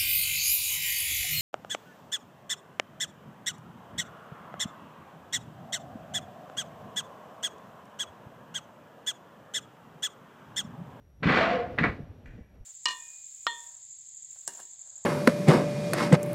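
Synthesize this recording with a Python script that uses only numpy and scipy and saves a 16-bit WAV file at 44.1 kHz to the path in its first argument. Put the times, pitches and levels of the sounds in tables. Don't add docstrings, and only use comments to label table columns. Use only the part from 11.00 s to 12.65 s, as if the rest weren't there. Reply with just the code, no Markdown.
import sys
import numpy as np
from scipy import signal
from scipy.fft import rfft, irfft
from scipy.io import wavfile

SR = 44100
rng = np.random.default_rng(int(sys.argv[2]) if len(sys.argv) > 2 else 0)


def to_wav(s):
    ch = np.atleast_2d(s).T
    pcm = np.round(np.clip(ch, -1, 1) * 32767)
    wavfile.write(sys.argv[1], SR, pcm.astype(np.int16))


N = 72765
TIME = np.arange(N) / SR

# (frequency [Hz], level [dB], t60 [s])
METAL_MODES = [(463, -6, .18), (716, -11, .15), (1021, -11, .15), (1088, -9, .16), (1507, -8, .17),
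               (1540, -10, .17), (1637, -5, .12), (1737, -9, .2), (1837, -9, .2), (1920, -8, .2),
               (1970, 2, .18), (2236, -6, .2), (3696, -20, .2)]


def amp(db):
    return 10 ** (np.asarray(db) / 20)


def unit(x):
    return x / np.sqrt(np.mean(x ** 2) + 1e-20)


def fade(t, t60):
    return np.exp(-np.log(1000) * t / np.maximum(t60, 1e-3))


def read(points, hz):
    f, value = np.transpose(points)
    return np.interp(np.log(hz + 1), np.log(f + 1), value)


def envelope(points):
    return amp(np.interp(TIME, *np.transpose(points), left=-np.inf, right=-np.inf))


def add(mix, start, sound):
    part = mix[round(start * SR):][:len(sound)]
    part += sound[:len(part)]


def colour(x, points, tilt_db=0):
    hz = abs(np.fft.fftfreq(2 * N, 1 / SR))
    octaves = np.log2(np.clip(hz, 900, 3150) / 1800)
    log_gain = np.log(amp(read(points, hz) + tilt_db * octaves))
    response = np.exp(np.conj(signal.hilbert(log_gain)))[:N + 1]
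    return irfft(rfft(x, 2 * N) * response)[:N]


def band(hz, width_hz):
    f = np.fft.rfftfreq(N, 1 / SR)
    peak = 1 + (2 * (f - hz) / width_hz) ** 4
    return unit(irfft(rfft(rng.standard_normal(N)) / peak, N))


def random_signs():
    return rng.choice([-1., 1.], N)


def damp(x, t60s):
    hz, t, spectrum = signal.stft(x, SR, nperseg=256)
    decay = fade(t, read(t60s, hz)[:, None])
    return signal.istft(spectrum * decay, SR, nperseg=256)[1][:N]


def through(x, response):
    return signal.fftconvolve(x, response / np.linalg.norm(response))[:N]


def ring(modes, pitch=1, contact_hz=4500):
    sines = sum(amp(db) * fade(TIME, t60) * np.sin(2 * np.pi * hz * pitch * TIME)
                for hz, db, t60 in modes)
    return signal.sosfilt(signal.butter(4, contact_hz, fs=SR, output="sos"), sines)


def concrete_echo(x, build_s=.0083):
    # (frequency [Hz], t60 [s])
    decay_times = [(150, .7), (600, 0.8), (2000, 0.45), (4500, 0.18), (9000, 0.37)]
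    tail = damp(rng.standard_normal(N), decay_times)
    return through(x, tail * np.minimum(TIME / build_s, 1))


def background():
    # (frequency [Hz], relative level [dB])
    air_eq = [(25, -12.5), (60, 10), (150, -3), (300, -14.5), (550, -15.5), (1000, -24.5), (2500, -33),
              (4500, -40.5), (7500, -45), (10000, -46), (15500, -48)]
    # (time [s], level [dB])
    rumble_swell = [(.2, -59), (.3, -39.5), (.6, -44.5), (.74, -43), (.95, -46), (1.07, -53), (1.18, -54.5),
                    (1.38, -54.5), (1.48, -67), (1.56, -57), (1.65, -69.5)]
    # (frequency [Hz], relative level [dB])
    rumble_eq = [(25, -17), (90, 0), (240, -1), (360, -9.5), (550, -9), (1000, -21.5), (3000, -30.5),
                 (9000, -54.5)]
    # (frequency [Hz], tone level [dB], hiss level [dB])
    whine_tones = [(5730, -83, -93), (11600, -89, -91.5)]
    air = amp(-56.5) * unit(colour(rng.standard_normal(N), air_eq))
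    rumble = envelope(rumble_swell) * unit(colour(rng.standard_normal(N), rumble_eq))
    whine = sum(amp(db) * np.sin(2 * np.pi * hz * TIME) + amp(hiss_db) * band(hz, width_hz=330)
                for hz, db, hiss_db in whine_tones)
    return air + rumble + whine


def distant_tap(start=1.258, echo_db=4.5):
    # (frequency [Hz], relative level [dB])
    tap_eq = [(300, -17.5), (1300, -2), (1700, 6), (2400, 5.5), (3300, -14.5), (4200, -20), (5000, -25.5),
              (6300, -23.5), (7100, -23), (9000, -37.5), (15000, -51.5)]
    tick = random_signs() * fade(TIME, t60=.029)
    echo = through(tick, rng.standard_normal(N) * fade(TIME, t60=.75))
    out = np.zeros(N)
    add(out, start, colour(tick + amp(echo_db) * echo, tap_eq))
    eq_gain = np.std(colour(rng.standard_normal(N), tap_eq))
    return amp(-45.5) * out / eq_gain


def bumps(attack_s=.0066, puff_db=-3.5):
    # (time [s], level [dB], pitch [Hz], t60 [s])
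    pushes = [(.203, -30.5, 139, 0.033), (0.257, -28, 55.3, .08), (.889, -26.5, 95.3, 0.17),
              (.972, -39.5, 264, 0.1), (.988, -37.5, 456, 0.055), (1.0, -35, 144.7, .15),
              (1.028, -35, 83, 0.12), (1.09, -38, 87.8, 0.24), (1.238, -43.5, 84.5, 0.18),
              (1.251, -38, 31.8, 0.37), (1.326, -33, 108, 0.11), (1.359, -42.5, 185.4, 0.13),
              (1.378, -46.5, 469, 0.11), (1.383, -37.5, 228, 0.079), (1.406, -36.5, 65.3, 0.093),
              (1.606, -32.5, 50, 0.067)]
    attack = np.minimum(TIME / attack_s, 1)
    out = np.zeros(N)
    for start, db, hz, t60 in pushes:
        body = np.sin(2 * np.pi * hz * TIME) + amp(puff_db) * band(hz, width_hz=.92 * hz)
        add(out, start, amp(db) * body * attack * fade(TIME, t60))
    return out


def groans(ramp_s=.018, jitter=.02, roughness=.25, echo_db=-14.5):
    # (time [s], length [s], level [dB], pitch [Hz], glide [Hz/s])
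    notes = [(.395, 0.069, -22.5, 669, 1.5), (0.447, 0.079, -28, 675, -1.5), (.49, 0.087, -28.5, 709, -100),
             (.515, 0.077, -26.5, 512, -300), (.575, 0.061, -27.5, 484.7, -0.5),
             (0.577, 0.086, -30.5, 719.6, -100)]
    out = np.zeros(N)
    for start, length, db, hz, glide in notes:
        pitch = (hz + glide * TIME) * (1 + jitter * band(0, width_hz=140))
        swell = np.clip(np.minimum(TIME, length - TIME) / ramp_s, 0, 1)
        grip = 1 + roughness * band(0, width_hz=140)
        tone = np.sin(2 * np.pi * np.cumsum(pitch) / SR)
        add(out, start, amp(db) * swell * grip * tone)
    return out + amp(echo_db) * concrete_echo(out)


def scrape(layers=6, slips_per_s=1100, spread_db=3.5, modes_db=-12, echo_db=-8):
    # (time [s], level [dB])
    slide_force = [(.23, -35.5), (.28, -28), (.31, -25), (.39, -24), (.45, -27.5), (.54, -34), (.61, -43),
                   (.67, -58), (.75, -63)]
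    # (frequency [Hz], relative level [dB])
    rattle_eq = [(50, -25.5), (150, -0.5), (260, 5.5), (380, -3), (620, 4), (860, -3), (1080, -0.5),
                 (1850, 0.5), (2500, -4.5), (3200, -11.5), (4300, -14.5), (6000, -31), (8200, -42),
                 (9500, -62.5), (15000, -70)]
    force = envelope(slide_force) / np.sqrt(layers)
    out = np.zeros(N)
    for _ in range(layers):
        clicks = (rng.random(N) < slips_per_s / layers / SR) * random_signs()
        accents = amp(spread_db * np.minimum(rng.exponential(1, N), 2))
        slips = force * unit(clicks * accents)
        rattle = colour(random_signs() * fade(TIME, t60=.057), rattle_eq)
        out += through(slips, rattle) + amp(modes_db) * through(slips, ring(METAL_MODES))
    return out + amp(echo_db) * concrete_echo(out)


def thumps(attack_s=.005, echo_db=-16.5):
    # (time [s], relative level [dB], pitch [ratio])
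    hits = [(0.2237, -24.5, 1.02), (0.2561, -10.5, 0.99), (0.2671, -12, 1.02), (0.303, -14.5, 0.99),
            (0.781, -23.5, 1), (0.8103, -14.5, .97), (0.8223, -20.5, 1), (0.865, -23, 0.91)]
    # (frequency [Hz], relative level [dB], t60 [s])
    load_modes = [(90, -27.5, .12), (156.6, -1, .13), (175.6, 2, 0.088), (228.1, 2, 0.17),
                  (274.2, -3.5, 0.11), (348.6, -14, 0.22)]
    attack = np.minimum(TIME / attack_s, 1)
    out = np.zeros(N)
    for start, db, pitch in hits:
        add(out, start, amp(db) * attack * ring(load_modes, pitch) / 2)
    return out + amp(echo_db) * concrete_echo(out)


def knocks(crack_db=-2):
    # (time [s], relative level [dB], treble tilt [dB/octave], mode ring [dB], echo send [dB])
    hits = [(0.2268, -39, -1, -12.5, -19.5), (0.2313, -22.5, 1.5, -11, -13.5), (0.288, -22, -1, -10.5, -2),
            (.293, -21, 0, -10, -16), (0.3716, -21, 4, -6, -6), (0.7794, -32, -3.5, -21, -4),
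            (0.7856, -19.5, 3.5, -22.5, -17), (.833, -26.5, 1, -13, -23),
            (0.8388, -16.5, -2.5, -1.5, -27.5), (0.8517, -25, -1.5, -5.5, -26.5)]
    # (frequency [Hz], relative level [dB])
    clang_eq = [(100, -11.5), (450, 1.5), (850, -8.5), (1100, -2), (1600, -1), (2250, -2), (3100, -19.5),
                (4300, -25), (5300, -41), (8000, -51.5), (9500, -61), (15000, -74)]
    # (frequency [Hz], t60 [s])
    clang_decay = [(300, 0.24), (2000, 0.19), (4000, 0.29), (9000, 0.49)]
    crack = 1 + amp(crack_db) * fade(TIME, t60=.035)
    direct, send = np.zeros((2, N))
    for start, db, tilt_db, ring_db, echo_db in hits:
        noise = random_signs()
        eq_gain = np.std(colour(noise, clang_eq, tilt_db))
        clang = colour(damp(noise, clang_decay) * crack, clang_eq, tilt_db) / eq_gain
        knock = amp(db) * (clang + amp(ring_db) * ring(METAL_MODES)) / 2
        add(direct, start, knock)
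        add(send, start, amp(echo_db) * knock)
    return direct + concrete_echo(send)


def scene():
    return (knocks() + thumps() + bumps() + scrape() + groans() + distant_tap() + background())[None]


def record(dry):
    lowpass = signal.firwin(511, 15750, window=("kaiser", 9), fs=SR)
    return signal.oaconvolve(dry, lowpass[None], "same")


dry = scene()
out = record(dry)
to_wav(out)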